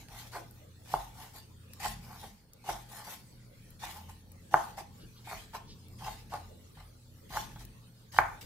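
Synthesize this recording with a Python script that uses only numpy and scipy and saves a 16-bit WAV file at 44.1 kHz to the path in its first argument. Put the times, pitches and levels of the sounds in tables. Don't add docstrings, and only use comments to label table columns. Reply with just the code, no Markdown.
import sys
import numpy as np
from scipy import signal
from scipy.fft import rfft, irfft, next_fast_len
from scipy.io import wavfile
from scipy.ndimage import uniform_filter1d

SR = 44100
rng = np.random.default_rng(int(sys.argv[2]) if len(sys.argv) > 2 else 0)


def decibels_to_gain(level_db):
    exponent = np.asarray(level_db, float) / 20
    return 10 ** exponent


def put_to_file(sound):
    columns = np.atleast_2d(sound).T
    safe = np.clip(columns, -1, 1)
    whole_steps = np.round(safe * 32767)
    wavfile.write(sys.argv[1], SR, whole_steps.astype(np.int16))


N = 372644
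TIME = np.arange(N) / SR

# start_s, blow_db, contact_ms, edge_tick_db, table_shudder_db
KNOCKS = [(0.937, -19.5, 1.0, -30, -50), (1.8585, -32, 0.6, -23, -50.5), (2.692, -41, 0.5, -33, -80),
          (4.539, -12.3, 0.7, -26, -56), (5.311, -44, 0.4, -46, -70), (5.328, -42, 0.3, -43, -59),
          (6.338, -44, 0.5, -35, -61), (7.369, -30, 0.55, -34, -67), (8.163, -43, 0.3, -35, -66),
          (8.185, -15.3, 0.24, -21, -55)]
# start_s, level_db, rise_ms, cushion_corner_hz, table_shudder_db
LANDINGS = [(0.086, -74, 3.8, 1200, -58.5), (0.327, -44.5, 33.5, 513, -65), (0.885, -57.5, 56, 700, -80),
            (1.336, -61, 16.5, 596, -65), (1.800, -52.5, 56, 980, -68), (2.215, -51.5, 24.5, 525, -62),
            (2.640, -55, 59, 710, -83), (2.685, -41.5, 4.4, 690, -52.5), (3.060, -56, 19, 544, -75),
            (3.818, -54, 17, 840, -60), (4.083, -70.5, 11, 1400, -61), (4.51, -59, 23, 940, -63.5),
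            (4.772, -51, 7, 720, -80.5), (5.270, -55.5, 59, 1050, -71), (5.530, -55.5, 22.3, 903, -67),
            (5.995, -62, 25, 910, -58), (6.030, -52.5, 48, 885, -50.5), (6.320, -50.5, 19, 926, -76.5),
            (6.766, -73, 7.2, 1300, -55.5), (6.793, -71.5, 10, 1300, -64), (7.303, -50.5, 69, 920, -53),
            (7.558, -69.5, 2.3, 2010, -56), (7.603, -71, 5.8, 1190, -68), (8.135, -61, 8, 1000, -56.5)]
# start_s, level_db, lowest_hz
TICKS = [(0.085, -37, 900), (0.5103, -40, 8000), (1.7345, -33, 1870), (2.534, -38.5, 4330),
         (3.705, -38.5, 9180), (4.318, -40, 6100), (5.8835, -45, 6780), (7.559, -40, 900),
         (7.651, -37, 3800), (8.410, -44, 3000)]
# centre_s, length_s, level_db, centre_hz
RUSTLES = [(5.02, 0.084, -63, 3700), (5.18, 0.09, -62, 3600), (5.71, 0.1, -55, 3870)]
# fastest_s, speeding_up_s, slowing_down_s, hiss_db, grind_db, tilt_db_per_octave
STROKES = [(0.005, 0.044, 0.074, -56, -67, -0.5), (0.19, 0.111, 0.14, -54, -56.5, 1.5),
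           (0.363, 0.046, 0.066, -48.5, -50, -0.6), (0.947, 0.098, 0.19, -50, -53.5, 0.4),
           (1.23, 0.089, 0.11, -55, -55.5, 1.5), (1.364, 0.03, 0.056, -50, -60, 1.5),
           (1.86, 0.063, 0.11, -42.5, -77, -0.3), (2.1, 0.095, 0.12, -76, -63, 4),
           (2.24, 0.21, 0.11, -54.5, -61.5, 1.5), (2.697, 0.059, 0.16, -47.5, -52, 0.3),
           (2.971, 0.083, 0.14, -51, -53, 1.5), (3.101, 0.059, 0.092, -47, -54.5, 2.3),
           (3.852, 0.058, 0.12, -48.5, -50.5, -1.7), (3.97, 0.1, 0.11, -56.5, -56.5, 3),
           (4.095, 0.01, 0.05, -57, -76, 1), (4.55, 0.04, 0.2, -49, -64, -0.2),
           (4.787, 0.018, 0.041, -45.5, -47, -0.5), (5.334, 0.091, 0.15, -48, -61, -0.6),
           (5.554, 0.021, 0.041, -50.5, -57, -1), (6.08, 0.096, 0.13, -46.5, -59.5, -0.8),
           (6.343, 0.046, 0.08, -50, -48, -1), (6.8, 0.054, 0.047, -61.5, -86, -3),
           (7.368, 0.077, 0.14, -45, -66, -0.6), (7.609, 0.019, 0.043, -56, -73, 0),
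           (8.18, 0.06, 0.1, -46, -54, -0.1), (8.414, 0.005, 0.045, -47.5, -62.5, 0.8)]
# pitch_hz, level_db, t60_s
BOARD_MODES = [(325, -26, .2), (380, -19, .05), (585, -20, .06), (640, -13, .07), (830, -17, .09),
               (720, -17, .05), (1040, -17, .05), (1215, -17, .05), (1600, -17, .04), (1780, -16, .03),
               (850, 7, .012), (1550, 4.5, .009), (2250, 0, .005)]
# frequency_hz, gain_db
RADIATION = [(100, -37.5), (280, -41.5), (330, 1), (480, -5.5), (620, 4.5), (2450, 8), (2900, -1.5)]
# pitch_hz, level_db, t60_s
TABLE_MODES = [(46.47, 9, 0.72), (115, 5.5, 0.047), (146, 7, 0.14)]
# frequency_hz, density_db (per Hz)
EDGE_SPECTRUM = [(880, -21), (1500, -7), (1770, 4), (2580, 0.5), (3180, 1.5), (5250, 0), (6270, -0.5),
                 (7950, -4), (14800, -5.5), (15900, -25)]
# time_s, lower_tone_db, upper_tone_db
HUM_LEVELS = [(0.0, -70, -77), (0.14, -64, -58.5), (2.14, -57, -59.5), (2.4, -75, -74), (2.77, -65, -57),
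              (3.11, -80, -65), (3.65, -67, -54), (4.07, -55.5, -69), (5.22, -65.5, -56.5),
              (5.72, -59, -63), (6.07, -60, -52), (6.52, -55, -70), (6.82, -58.5, -57),
              (7.29, -62.5, -63.5), (7.371, -58, -55.5), (8.02, -77, -62), (8.21, -46, -50.5),
              (8.45, -84, -64)]
HUM_PITCHES = [86.5, 119]
# pitch_hz, level_db
FAINT_TONES = [(145, -76.5), (240, -74.5), (300, -79.5), (440, -79.5), (530, -81.5)]
# frequency_hz, density_db (per Hz)
AIR_SPECTRUM = [(14, -7), (24, 18.5), (53, -7.5), (123, -4.5), (148, -6.5), (242, -11), (464, -20.5),
                (517, -19.5), (777, -36), (4300, -38.5), (9990, -42), (15900, -44)]
# time_s, rumble_db, drone_db, hiss_db
BACKGROUND_LEVELS = [(0.0, -48.5, -70, -60), (1.55, -51, -71, -61.5), (1.93, -46, -55, -58.5),
                     (2.35, -52, -63.5, -65), (2.48, -59, -77, -68), (2.62, -50, -64.5, -62),
                     (4.0, -50, -64, -61), (6.35, -47, -64, -59.5), (6.97, -54.5, -83, -63),
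                     (7.44, -43, -56.5, -60), (7.93, -53.5, -64, -62), (8.45, -43.5, -81, -60)]
# centre_hz, width_hz, level_db
WHINE_BAND = (4370, 220, -80)
# frequency_hz, left_minus_right_db
LEFT_LOUDER = [(100, 0), (700, 0), (2000, -1), (5000, 0.5), (12000, 8)]


def curves(table):
    s, *columns = np.transpose(table)
    return [np.interp(TIME, s, c) for c in columns]


def unit(x):
    return x / np.sqrt(np.mean(x ** 2))


def colour(x, points, lag_ms=0.):
    size = next_fast_len(N)
    hz = np.fft.rfftfreq(size, 1 / SR)
    f, db = np.transpose(points)
    gain = decibels_to_gain(np.interp(np.log(hz + 1), np.log(f), db))
    delay = np.exp(-2j * np.pi * hz * lag_ms / 1000)
    return irfft(rfft(x, size) * gain * delay, size)[:N]


def band(x, lo_hz, hi_hz):
    sos = signal.butter(2, [lo_hz, min(hi_hz, .45 * SR)], "bandpass", fs=SR, output="sos")
    return signal.sosfilt(sos, x)


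def dull(x, hz):
    return signal.lfilter(*signal.butter(2, hz, fs=SR), x)


def ring(force, modes):
    out = 0
    for hz, db, t60 in modes:
        pole = np.exp(2j * np.pi * hz / SR - np.log(1000) / (t60 * SR))
        out = out + decibels_to_gain(db) * signal.lfilter([1], [1, -pole], force).imag
    return out


def walk(rate):
    step = 16
    hold = int(SR / step / rate)
    coarse = np.repeat(rng.standard_normal(N // (hold * step) + 2), hold)
    smooth = uniform_filter1d(uniform_filter1d(coarse, hold), hold)
    return 1.41 * np.interp(np.arange(N) / step, np.arange(len(coarse)), smooth)


def grit(rate, spread_db):
    sizes = decibels_to_gain(spread_db * rng.exponential(size=N)) * rng.standard_normal(N)
    return unit(sizes * (rng.random(N) < rate / SR))


def burst(t60):
    t = np.arange(2048) / SR
    return rng.standard_normal(2048) * np.exp(-np.log(1000) * t / t60) / 2


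def streaks(x, db, tilt_db):
    hz, s, z = signal.stft(x, SR, nperseg=512)
    field = rng.standard_normal(z.shape[1:])
    field = uniform_filter1d(field, size=3, axis=0)
    field = uniform_filter1d(field, size=12, axis=1)
    octaves = np.log2(np.maximum(hz, 1000)[:, None] / 5000)
    tilt = octaves * np.interp(s, TIME, tilt_db)
    return signal.istft(z * decibels_to_gain(db * unit(field) + tilt), SR)[1][:, :N]


def add(track, s, piece):
    i = int(s * SR)
    track[i:i + len(piece)] += piece[:N - i]


def hum():
    out = np.zeros(N)
    for mean_hz, db in zip(HUM_PITCHES, curves(HUM_LEVELS)):
        hz = mean_hz * (1 + 0.01806 * walk(4.3))
        phase = 2 * np.pi * np.cumsum(hz) / SR
        out += np.sqrt(2) * np.sin(phase) * decibels_to_gain(db + 2.3 * walk(10.0))
    for hz, db in FAINT_TONES:
        out += np.sqrt(2) * np.sin(2 * np.pi * hz * TIME) * decibels_to_gain(db + 2.2 * walk(1.6))
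    return out


def background():
    rumble_db, drone_db, hiss_db = curves(BACKGROUND_LEVELS)
    mid, left, right = (colour(rng.standard_normal(N), AIR_SPECTRUM) for _ in range(3))
    sides = np.array([left, right])
    low, high = (signal.butter(2, 600, kind, fs=SR, output="sos") for kind in ("lowpass", "highpass"))
    rumble = unit(signal.sosfilt(low, mid + 0.73 * sides)) * decibels_to_gain(rumble_db + 1.5 * walk(16.0))
    drone = band(band(rng.standard_normal(N), 150, 227.4), 150, 227.4)
    drone = unit(drone) * decibels_to_gain(drone_db + 0.58 * walk(5.9))
    hiss = streaks(signal.sosfilt(high, sides), 5.1, 0 * TIME)
    hiss = unit(hiss) * decibels_to_gain(hiss_db + 1.0 * walk(12.0))
    hz, width, db = WHINE_BAND
    whine = unit(band(rng.standard_normal((2, N)), hz - width / 2, hz + width / 2)) * decibels_to_gain(db)
    return rumble + drone + hiss + whine


def kitchen(x):
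    t60_s, level_db, top_hz = 0.37, -13, 3560
    gap_ms, wall_ms, wall_db = 4, 6.9, -15.5
    t = np.arange(SR // 2) / SR
    shared, left, right = rng.standard_normal((3, len(t))) * np.exp(-np.log(1000) * t / t60_s)
    onset = np.clip(t * 1000 / gap_ms - 1, 0, 1)
    tails = np.array([shared + 1.8 * left, shared + 1.8 * right]) * onset
    tails = signal.lfilter(*signal.butter(1, top_hz, fs=SR), tails)
    tails = tails * decibels_to_gain(level_db) / np.sqrt(np.sum(tails ** 2) / 2)
    tails[:, int(wall_ms * SR / 1000)] += decibels_to_gain(wall_db)
    return signal.fftconvolve(x[None], tails, axes=1)[:, :N]


def ticks_and_rustles():
    out = np.zeros(N)
    for s, db, hz in TICKS:
        add(out, s, decibels_to_gain(db) * band(burst(t60=0.017), hz, 7.3 * hz))
    for s, length, db, hz in RUSTLES:
        swell = np.hanning(int(length * SR))
        noise = unit(band(rng.standard_normal(len(swell)), hz / 1.26, hz * 1.37))
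        add(out, s - length / 2, decibels_to_gain(db) * swell * noise)
    return out


def board(force, roam_db, lag_ms):
    sound = 0
    for i, mode in enumerate(BOARD_MODES):
        roaming = force * decibels_to_gain(roam_db * walk(5.9))
        sound = sound + (-1.) ** i * ring(roaming, [mode])
    return colour(sound, RADIATION, lag_ms)


def landing(rise_ms, cushion_hz):
    first_touch = 0.2
    fade_ms = 11.3
    bare_share = 0.19
    t_ms = np.arange(8192) * 1000 / SR
    growth = first_touch + (1 - first_touch) * (t_ms / rise_ms) ** 3
    swell = np.where(t_ms < rise_ms, growth, np.exp((rise_ms - t_ms) / fade_ms))
    chatter = swell * rng.standard_normal(len(t_ms)) * (rng.random(len(t_ms)) < .2)
    return dull(chatter, cushion_hz) + bare_share * chatter


def knocks():
    push, skid, tick, shove = np.zeros((4, N))
    t_ms = np.arange(8192) * 1000 / SR
    for s, blow_db, contact_ms, tick_db, table_db in KNOCKS:
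        shape = np.sin(np.pi * np.clip(t_ms / contact_ms, 0, 1)) ** 2
        add(push, s, decibels_to_gain(blow_db) * shape / shape.sum())
        add(tick, s, decibels_to_gain(tick_db) * burst(t60=0.016))
        add(shove, s, decibels_to_gain(table_db) * np.ones(1))
    for s, skid_db, rise_ms, cushion_hz, table_db in LANDINGS:
        add(skid, s, decibels_to_gain(skid_db) * landing(rise_ms, cushion_hz))
        add(shove, s, decibels_to_gain(table_db) * np.ones(1))
    blows = board(push, 0.8, 2.2)
    landings = board(skid, 1.5, 0)
    thud = decibels_to_gain(-34.0) * ring(push, TABLE_MODES[1:])
    return blows + landings, colour(tick, EDGE_SPECTRUM), ring(shove, TABLE_MODES) + thud


def edge(tilt_db):
    ports = []
    for _ in range(2):
        catches = grit(rate=11000., spread_db=1.4) + decibels_to_gain(-13.5) * grit(rate=400., spread_db=1.0)
        ports.append(colour(catches, EDGE_SPECTRUM))
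    return streaks(unit(np.array(ports)), 4.17, tilt_db)


def strokes():
    bite_db, bite_ms = 12.5, 6.7
    fade_db, point = 18, 1.2
    press_stretch, press_shape = 0.69, 0.91
    rest_db = -82
    speed, tilt, pressure = np.full(N, 1e-9), np.zeros(N), np.full(N, decibels_to_gain(rest_db))
    for s, rise, fall, hiss_db, grind_db, tilt_db in STROKES:
        near = slice(max(int((s - 1 / 2) * SR), 0), int((s + 1) * SR))
        t = TIME[near] - s
        lost_db = np.where(t < 0, bite_db * -t / rise, fade_db * np.abs(t / fall) ** point)
        onset = np.clip((t + rise) * 1000 / bite_ms + 1 / 2, 0, 1)
        gain = decibels_to_gain(hiss_db - lost_db) * onset
        speed[near] += gain
        tilt[near] += gain * tilt_db
        part = np.clip((t + rise) / (rise + press_stretch * fall), 0, 1)
        pressure[near] += decibels_to_gain(grind_db) * np.abs(np.sin(np.pi * part)) ** press_shape
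    return speed, tilt / speed, pressure


def slide():
    speed, tilt_db, pressure = strokes()
    catches = dull(grit(rate=2500., spread_db=1.8), 1600)
    grind = unit(board(catches, 2.5, 0))
    grind = grind * pressure * decibels_to_gain(2.0 * walk(60.))
    flicker = speed * decibels_to_gain(1.6 * walk(30.0) + 0.89 * walk(200.))
    return grind, edge(tilt_db) * flicker


def scene():
    grind, hiss = slide()
    blow, tick, shudder = knocks()
    near = grind + blow + tick + ticks_and_rustles()
    left_points = [(hz, db / 2) for hz, db in LEFT_LOUDER]
    right_points = [(hz, -db / 2) for hz, db in LEFT_LOUDER]
    left = colour(near + hiss[0], left_points, lag_ms=0.073)
    right = colour(near + hiss[1], right_points)
    return np.array([left, right]) + kitchen(near + hiss[0]) + shudder + hum() + background()


def roll_off(x):
    return signal.sosfilt(signal.butter(12, 15790, fs=SR, output="sos"), x)


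def record(dry):
    bass_cut = signal.butter(6, 40, "highpass", fs=SR, output="sos")
    top_cut = signal.ellip(8, .2, 70, 15620, fs=SR, output="sos")
    mix = signal.sosfilt(top_cut, signal.sosfilt(bass_cut, dry))
    return roll_off(mix)


dry = scene()
out = record(dry)
put_to_file(out)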